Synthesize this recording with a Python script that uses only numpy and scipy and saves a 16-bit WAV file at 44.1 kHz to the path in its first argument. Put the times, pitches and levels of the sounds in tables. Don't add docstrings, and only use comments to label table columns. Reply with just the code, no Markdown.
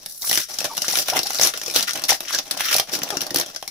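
import sys
import numpy as np
from scipy import signal
from scipy.fft import rfft, irfft, next_fast_len
from scipy.io import wavfile

SR = 44100
rng = np.random.default_rng(int(sys.argv[2]) if len(sys.argv) > 2 else 0)


def store_wav(level_fs):
    pcm = np.round(np.clip(np.atleast_2d(level_fs), -1, 1) * 32767)
    wavfile.write(sys.argv[1], SR, pcm.T.astype(np.int16))


N = 163170

# pitch_hz, level_db (only the shape matters)
ROOM_TONE_COLOUR = [(20, 3), (100, -6), (500, -13), (2000, -31), (6000, -31), (16000, -27)]
# start_s, length_s, start_pitch_hz, end_pitch_hz, level_db, overtones_db (before roughness)
GLOVE_SQUEAKS = [(0.675, 0.014, 610, 736, -34.5, -18), (.692, 0.032, 1166, 1130, -39, -14),
                 (0.708, 0.037, 860, 1014, -32.5, -23), (1.12, 0.025, 513, 998, -25.5, -13),
                 (1.14, 0.035, 882, 715, -27.5, -15), (1.245, 0.026, 665, 876, -35, -20),
                 (2.338, 0.032, 1665, 1650, -25.5, -22), (3.112, 0.054, 427.5, 347, -36, 1.5)]
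# start_s (before POP_SHIFT_S), level_db (before POP_DB), pitch_hz
PANEL_POPS = [(0.239, -27, 1140), (0.311, -19.5, 810), (0.37, -25.5, 352), (0.372, -15, 1940),
              (0.61, -25, 607), (0.642, -18.5, 644), (0.774, -24, 950), (0.84, -18.5, 1360),
              (0.878, -20.5, 680), (0.933, -20, 760), (1.083, -17.5, 704), (1.13, -14, 860),
              (1.189, -24, 680), (1.3, -21.5, 760), (1.392, -16, 620), (1.408, -17, 650),
              (1.538, -30.5, 507), (1.676, -25.5, 467), (1.756, -19, 530), (1.951, -30, 706),
              (2.099, -17.5, 755), (2.117, -9, 780), (2.202, -24.5, 663), (2.303, -17.5, 1310),
              (2.566, -25.5, 674), (2.602, -18, 865), (2.603, -10.5, 2130), (2.748, -14.5, 674),
              (2.793, -13.5, 740), (2.927, -27, 355), (2.985, -30, 310), (3.015, -26, 244),
              (3.099, -21, 695), (3.165, -21, 283), (3.31, -24, 316), (3.341, -17, 587), (3.357, -21, 308),
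              (3.623, -24.5, 730)]
# time_s, level_db (before RUSTLE_DB), bass_share_db (its average is removed)
RUSTLE = [(0.0, -24.5, 6), (0.39, -99, 3), (0.45, -32, -31), (0.61, -23, 12), (1.01, -24.5, -1),
          (2.66, -28, 10), (3.32, -34.5, 10), (3.7, -34, -9)]
# start_s, length_s, level_db,
# bass_share_db (below 1.2 kHz), middle_share_db (1.2-3.5 kHz), top_share_db (above 7.5 kHz)
FOIL_CRUSHES = [(0.075, 0.15, -34.5, -8, -8, 8), (0.207, 0.23, -28.5, -5, -4, 11.5),
                (0.286, 0.18, -21.5, -27, 0, 1), (0.481, 0.11, -29.5, 0.5, 0.5, 0),
                (0.566, 0.12, -30.5, 0.5, 5, -1), (0.809, 0.083, -27, -13, 1.5, 1.5),
                (0.891, 0.16, -20.5, -3.5, 0.5, 2.5), (1.055, 0.077, -23.5, -0.5, 4, -1.5),
                (1.129, 0.11, -28, 10, 8, 0.5), (1.205, 0.35, -28, -3, 2, -1.5),
                (1.401, 0.11, -15, 0.5, 2, 0.5), (1.54, 0.046, -32.5, 3, 6, -4),
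                (1.617, 0.16, -29, 5.5, 3.5, -0.5), (1.736, 0.12, -21, -1, 6, -1.5),
                (1.871, 0.046, -23, -4.5, 7, -3), (1.945, 0.12, -35.5, 14, 11, -6),
                (2.08, 0.09, -17.5, -9, 5, -2), (2.272, 0.063, -31, -7, 12.5, -4),
                (2.323, 0.085, -17, -1, 1.5, -5.5), (2.452, 0.24, -38.5, 9, 10.5, -1),
                (2.582, 0.21, -24.5, -10, 9.5, -0.5), (2.697, 0.097, -23, 1, 11.5, 3),
                (2.868, 0.15, -33, 7, 8, -5), (2.914, .07, -21, -1, -3.5, -3),
                (2.964, 0.45, -35.5, 13.5, 6.5, -2.5), (3.338, .12, -33.5, 14, 13, -14),
                (3.452, 0.14, -40, 7, 6.5, -4)]
# (1.2-3.5 kHz, average removed)
CREASE_SNAPS = [(0.0599, -19, -7.5), (0.2195, -14.5, -29), (0.229, -21, -26), (0.2462, -25, -11),
                (0.2614, -23, -7), (0.272, -17.5, -6), (0.2947, -7.5, -15), (0.3118, -6, -10),
                (0.3282, -10, -1), (0.3396, -14, -12), (0.3547, -14, -3), (0.3741, -6.5, -3),
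                (0.3866, -24, 4), (0.3973, -18, -8), (0.5861, -13, -10.5), (0.604, -14, -6),
                (0.6428, -14, -12), (0.6515, -15.5, 0), (0.7688, -16.5, -5.0), (0.7774, -10, -16),
                (0.8187, -11.5, -17), (0.83, -25, -8.0), (0.8449, -21, 2), (0.8658, -24, -6.5),
                (0.8809, -11.5, -8), (0.8857, -12.5, -8), (0.899, -20, -8.0), (0.9298, -14.0, -15),
                (0.9539, -11, 1), (0.9716, -11.5, -10.5), (0.9856, -9, -6), (1.023, -27, -11.0),
                (1.0836, -11.5, 0), (1.0991, -12.5, -5), (1.1342, -21.5, -2.5), (1.167, -11, 0),
                (1.1902, -9, -16), (1.231, -12.5, -23), (1.269, -14.5, -13), (1.3046, -15.5, -7),
                (1.3316, -18.5, -13), (1.3451, -16.5, -4), (1.3859, -17.5, 2.0), (1.3963, -10.5, -8),
                (1.4123, -7, -2), (1.4324, -4.5, -8), (1.471, -7.5, -11), (1.537, -20.0, 4.5),
                (1.574, -16, -12), (1.5964, -28, -14), (1.6144, -18.5, -4), (1.6338, -20, -8),
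                (1.661, -17, -10), (1.6796, -17, -10), (1.6981, -18.5, -7.0), (1.7096, -18, -19.0),
                (1.7383, -16.5, -12), (1.7444, -18, -7.0), (1.761, -3.5, -10), (1.8067, -15.5, -12.5),
                (1.8262, -9.5, -12.5), (1.9077, -17.5, -6.5), (1.933, -15, -17), (1.9557, -13, -5.5),
                (1.974, -17.5, -3), (1.9942, -24.5, -10), (2.019, -23, -7.0), (2.0379, -12.0, -11),
                (2.051, -17.5, -12), (2.086, -18, -14), (2.1042, -8.5, -16), (2.1271, -13, -8),
                (2.1347, -21, -12), (2.2048, -18, -5.0), (2.2504, -33.5, 11), (2.2813, -23.0, 0),
                (2.2964, -32, 5), (2.306, -24, -4), (2.3467, -12.5, -16), (2.477, -29.5, -7),
                (2.5099, -9.5, -6), (2.5735, -18, -8), (2.6013, -16.5, -2), (2.606, -12, 0),
                (2.6854, -19.5, 10.5), (2.719, -21, -2.5), (2.7271, -9, -7), (2.742, -8.5, -17),
                (2.7639, -6.5, -18), (2.783, -8.5, -9), (2.7969, -6.5, -5), (2.9354, -17, -7),
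                (2.9502, -14.0, -5), (2.989, -22, -11.0), (3.0172, -24.5, 5), (3.0324, -11.5, -16),
                (3.0597, -44, 3.0), (3.0886, -21, -4), (3.1035, -15, -3.0), (3.169, -13, -5),
                (3.2065, -15.5, -7), (3.2155, -16, -3.5), (3.2322, -21, -5.5), (3.2656, -17, -8),
                (3.3058, -15, -11.5), (3.3442, -10.5, -14), (3.3591, -7.5, -6.5), (3.37, -13.5, -10),
                (3.3839, -11.5, -12), (3.3978, -9.5, -10), (3.4107, -12, -7), (3.433, -29, -7),
                (3.4608, -21.5, -14.0), (3.5608, -17, -5.0), (3.6253, -24.5, 0), (3.6766, -18, -15)]
# pitch_hz, level_db (per Hz)
FOIL_COLOUR = [(60, -22.5), (160, -9), (320, -7), (500, -9.5), (607, -1), (880, -6.5), (1010, -9),
               (1340, -6.5), (1860, -8.5), (2300, -10), (3300, -5), (5000, 1), (5900, 4.5), (6400, -5),
               (6800, -5.5), (8500, -12), (9800, -3.5), (11500, -3), (13000, -10.5), (16000, -2)]
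# pitch_hz, likeness (0 to 1)
STEREO_LIKENESS = [(60, 0.48), (180, 0.93), (550, 1), (1650, 0.22), (5000, 0.25), (15000, 0.043)]
# pitch_hz, difference_db
LEFT_LOUDER = [(110, -1.5), (200, 2), (380, -4.5), (700, 0), (1290, 1), (2380, 5), (4400, 1), (8120, 8),
               (15000, -6)]
# pitch_hz, lead_radians
LEFT_EARLIER = [(300, 0.48), (780, 0.53), (1290, 1.3), (1810, 0.6), (2500, -0.6), (4100, -1.56), (5500, -1),
                (6400, -0.1), (9000, -1.5), (11000, -4.5), (14000, 2)]
BAND_EDGES = [40, 250, 500, 800, 1200, 1700, 2400, 3500, 4500, 5600, 7500, 10000, 13000, 18000]
BAND_SHARE = [0, 0, 0, 0, 1, 1, 1, 2, 2, 2, 3, 3, 3]

ROOM_TONE_DB = -60.5
ROOM_T60_S, ROOM_DB, WALL_CUT_HZ, ROOM_SPLIT_HZ = 0.13, -10, 7000, 600
SQUEAK_WOBBLE, SQUEAK_ROUGH_DB = 0.045, 7
POP_DB, POP_SHIFT_S = 1.5, 0.00406
POP_T60_CYCLES, POP_LONGEST_T60_S = 7.93, 0.022
OVERTONE_LOWEST, OVERTONE_RANGE, OVERTONE_DB = 1.4256, 0.1215, -11
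FACET_LOWEST_HZ, FACET_HIGHEST_HZ, FACET_DB, FACET_T60_S = 1698, 6500, -7.5, 0.02
RUSTLE_DB, FLICKER_DB = -12, 2.5
CRUSH_LEAN, CRUSH_FLAT = 0.68, 0.8
TICKS_PER_S, TICK_DB, TICK_SPREAD_DB, TICK_T60_S, TICK_COLOUR_DB = 200, -7, -0.5, 0.018, 3.5
SNAP_DB, SNAP_BASS_DB, SNAP_TOP_DB, SNAP_COLOUR_DB, CRACK_DB = -3.5, -3, -0.5, 3, 9
SNAP_RISE_S, SNAP_T60_S, SNAP_TAIL_DB, SNAP_TAIL_T60_S = 0.0004, 0.018, -8.5, 0.063
GRAINS_PER_S, GRAIN_SPREAD_DB, HISS_LEVEL = 11000, 2, 0.36
TOP_STOP_HZ, TOP_STOP_DB = 16432, 85


def amp(db):
    return 10 ** (np.asarray(db) / 20)


def rms_one(x):
    return x / np.sqrt(np.mean(x ** 2) + 1e-20)


def at_hz(points, hz):
    f, v = np.transpose(points)
    return np.interp(np.log(hz + 1), np.log(f + 1), v)


def drift(rate_hz):
    r = np.exp(-2 * np.pi * rate_hz / SR)
    noise = rng.standard_normal(N + 8000)
    return rms_one(signal.lfilter([1], [1, -2 * r, r * r], noise)[8000:])


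def add(out, start_s, piece):
    i = int(start_s * SR)
    out[..., i:i + piece.shape[-1]] += piece[..., :N - i]


def by_band(bass_db, middle_db, top_db):
    shares_db = np.array([bass_db, middle_db, 0 * middle_db, top_db])
    return amp(shares_db[BAND_SHARE])


def spread(pair, colour):
    size = next_fast_len(N + 4096)
    hz = np.arange(size // 2 + 1) * SR / size
    folded = irfft(np.log(amp(at_hz(colour, hz))), size)
    folded[1:size // 2] *= 2
    folded[size // 2 + 1:] = 0
    colouring = np.exp(rfft(folded))
    alike = np.clip(at_hz(STEREO_LIKENESS, hz), 0, 1)
    mid, side = rfft(pair, size) * colouring * np.sqrt([1 + alike, 1 - alike])
    lead = amp(at_hz(LEFT_LOUDER, hz) / 2) * np.exp(0.5j * at_hz(LEFT_EARLIER, hz))
    return irfft([(mid + side) * lead, (mid - side) / lead], size)[:, :N]


def room_tone():
    noise = rng.standard_normal((2, N))
    return amp(ROOM_TONE_DB) * rms_one(spread(noise, ROOM_TONE_COLOUR))


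def room(x):
    t = np.arange(SR // 4) / SR
    noise = rng.standard_normal((2, len(t)))
    low = signal.sosfilt(signal.butter(1, ROOM_SPLIT_HZ, fs=SR, output="sos"), noise)
    tail = noise - low + low[0]
    tail = tail * amp(-60 * t / ROOM_T60_S) * (t > 0.003)
    tail = signal.sosfilt(signal.butter(1, WALL_CUT_HZ, fs=SR, output="sos"), tail)
    tail = tail / np.sqrt(np.sum(tail ** 2, axis=1, keepdims=True))
    return amp(ROOM_DB) * signal.fftconvolve(x, tail, axes=1)[:, :N]


def squeaks():
    out = np.zeros(N)
    wobble = drift(104)
    rough = amp(SQUEAK_ROUGH_DB * np.tanh(drift(160)))
    for start_s, length_s, start_hz, end_hz, level_db, overtones_db in GLOVE_SQUEAKS:
        u = np.linspace(0, 1, int(length_s * SR))
        glide_hz = start_hz + (end_hz - start_hz) * u
        hz = glide_hz * (1 + SQUEAK_WOBBLE * wobble[int(start_s * SR):][:len(u)])
        turn = 2 * np.pi * np.cumsum(hz) / SR
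        overtones = np.sin(2 * turn) + 0.5 * np.sin(3 * turn)
        tone = np.sin(turn) + amp(overtones_db) * overtones
        swell = np.sin(np.pi * u ** 0.91) ** 0.63
        add(out, start_s, amp(level_db) * swell * tone)
    return out * rough


def pops():
    out = np.zeros(N)
    t = np.arange(SR // 12) / SR
    for (start_s, level_db, hz), chance in zip(PANEL_POPS, rng.random((len(PANEL_POPS), 2))):
        t60_s = min(POP_T60_CYCLES / hz, POP_LONGEST_T60_S)
        envelope = amp(-60 * t / t60_s) * (1 - np.exp(-t * hz * 2))
        over_hz = hz * (OVERTONE_LOWEST + OVERTONE_RANGE * chance[0])
        overtone = amp(OVERTONE_DB) * np.sin(2 * np.pi * (over_hz * t + chance[1]))
        ring = np.sin(2 * np.pi * hz * t) + overtone
        add(out, start_s + POP_SHIFT_S, 2 * amp(level_db + POP_DB) * envelope * ring)
    return out


def facets():
    out = np.zeros((2, N))
    t = np.arange(SR // 30) / SR
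    chances = rng.random((len(CREASE_SNAPS), 3))
    for (start_s, level_db, _), (pitch, side, turn) in zip(CREASE_SNAPS, chances):
        hz = FACET_LOWEST_HZ * (FACET_HIGHEST_HZ / FACET_LOWEST_HZ) ** pitch
        tone = np.sin(2 * np.pi * hz * t + [[0], [2 * turn]])
        ring = tone * amp(-60 * t / FACET_T60_S) * (1 - np.exp(-t * hz))
        add(out, start_s, amp(level_db + FACET_DB) * ring * [[0.5 + side], [1.5 - side]])
    return out


def rustle_and_crush_power():
    times_s, *columns = np.transpose(RUSTLE)
    level_db, bass_db = [np.interp(np.arange(N) / SR, times_s, c) for c in columns]
    flat = 0 * level_db
    power = (amp(level_db + RUSTLE_DB) * by_band(bass_db - bass_db.mean(), flat, flat)) ** 2
    for start_s, length_s, crush_db, *shares_db in FOIL_CRUSHES:
        u = np.linspace(0, 1, int(length_s * SR))
        swell = np.abs(np.sin(np.pi * u ** CRUSH_LEAN)) ** CRUSH_FLAT
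        add(power, start_s, np.outer(amp(crush_db) * by_band(*shares_db), swell) ** 2)
    return power


def ticks_and_flicker():
    bands = len(BAND_SHARE)
    happens = rng.random(N) < TICKS_PER_S / SR
    ticks = happens * amp(TICK_DB + TICK_SPREAD_DB * np.minimum(rng.exponential(1, N), 2))
    ticks = ticks * amp(TICK_COLOUR_DB * rng.standard_normal((bands, N)))
    ticks = signal.lfilter([1], [1, -amp(-60 / (TICK_T60_S * SR))], ticks + 1e-18)
    shared = drift(23.3)
    flicker = amp([FLICKER_DB * (shared + 0.76 * drift(30)) for _ in range(bands)])
    return flicker * (0.5 + ticks)


def snaps_and_cracks():
    bands = len(BAND_SHARE)
    t = np.arange(SR // 10) / SR
    fade = amp(-60 * t / SNAP_T60_S) + amp(SNAP_TAIL_DB - 60 * t / SNAP_TAIL_T60_S)
    shape = (1 - np.exp(-t / SNAP_RISE_S)) * fade
    snaps = np.array(CREASE_SNAPS)
    snaps[:, 2] -= snaps[:, 2].mean()
    colours = amp(SNAP_COLOUR_DB * rng.standard_normal((len(snaps), bands)))
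    lags_s = SNAP_RISE_S * (1 + 2 * rng.random((len(snaps), 2)))
    power = np.zeros((bands, N))
    cracks = np.zeros((bands, 2, N))
    for (start_s, level_db, middle_db), colour, lag_s in zip(snaps, colours, lags_s):
        gains = amp(level_db + SNAP_DB) * by_band(SNAP_BASS_DB, middle_db, SNAP_TOP_DB) * colour
        add(power, start_s, np.outer(gains, shape) ** 2)
        moments = ((start_s + lag_s) * SR).astype(int)
        cracks[:, [0, 1], moments] = amp(CRACK_DB) * gains[:, None]
    return power, cracks


def foil():
    sizes = amp(GRAIN_SPREAD_DB * np.minimum(rng.exponential(1, N), 5))
    sizes = sizes * (rng.random(N) < GRAINS_PER_S / SR)
    clicks = rms_one(sizes) * rng.choice([-1, 1], (2, N))
    grains = clicks + HISS_LEVEL * rng.standard_normal((2, N))
    full_level = np.std(spread(grains, FOIL_COLOUR))
    snap_power, cracks = snaps_and_cracks()
    envelopes = np.sqrt(rustle_and_crush_power() * ticks_and_flicker() ** 2 + snap_power)
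    total = np.zeros((2, N))
    for k, (envelope, crack) in enumerate(zip(envelopes, cracks)):
        band = signal.butter(2, BAND_EDGES[k:k + 2], "band", fs=SR, output="sos")
        total += signal.sosfilt(band, grains * envelope + crack) * (-1) ** k
    return spread(total, FOIL_COLOUR) / full_level


def scene():
    near = foil() + facets() + pops() * amp([[0.3], [-0.3]])
    return room_tone() + room(near) + squeaks() + near


def record(dry):
    top_cut = signal.cheby2(16, TOP_STOP_DB, TOP_STOP_HZ, fs=SR, output="sos")
    return signal.sosfilt(top_cut, np.clip(dry, -1, 1))


dry = scene()
out = record(dry)
store_wav(out)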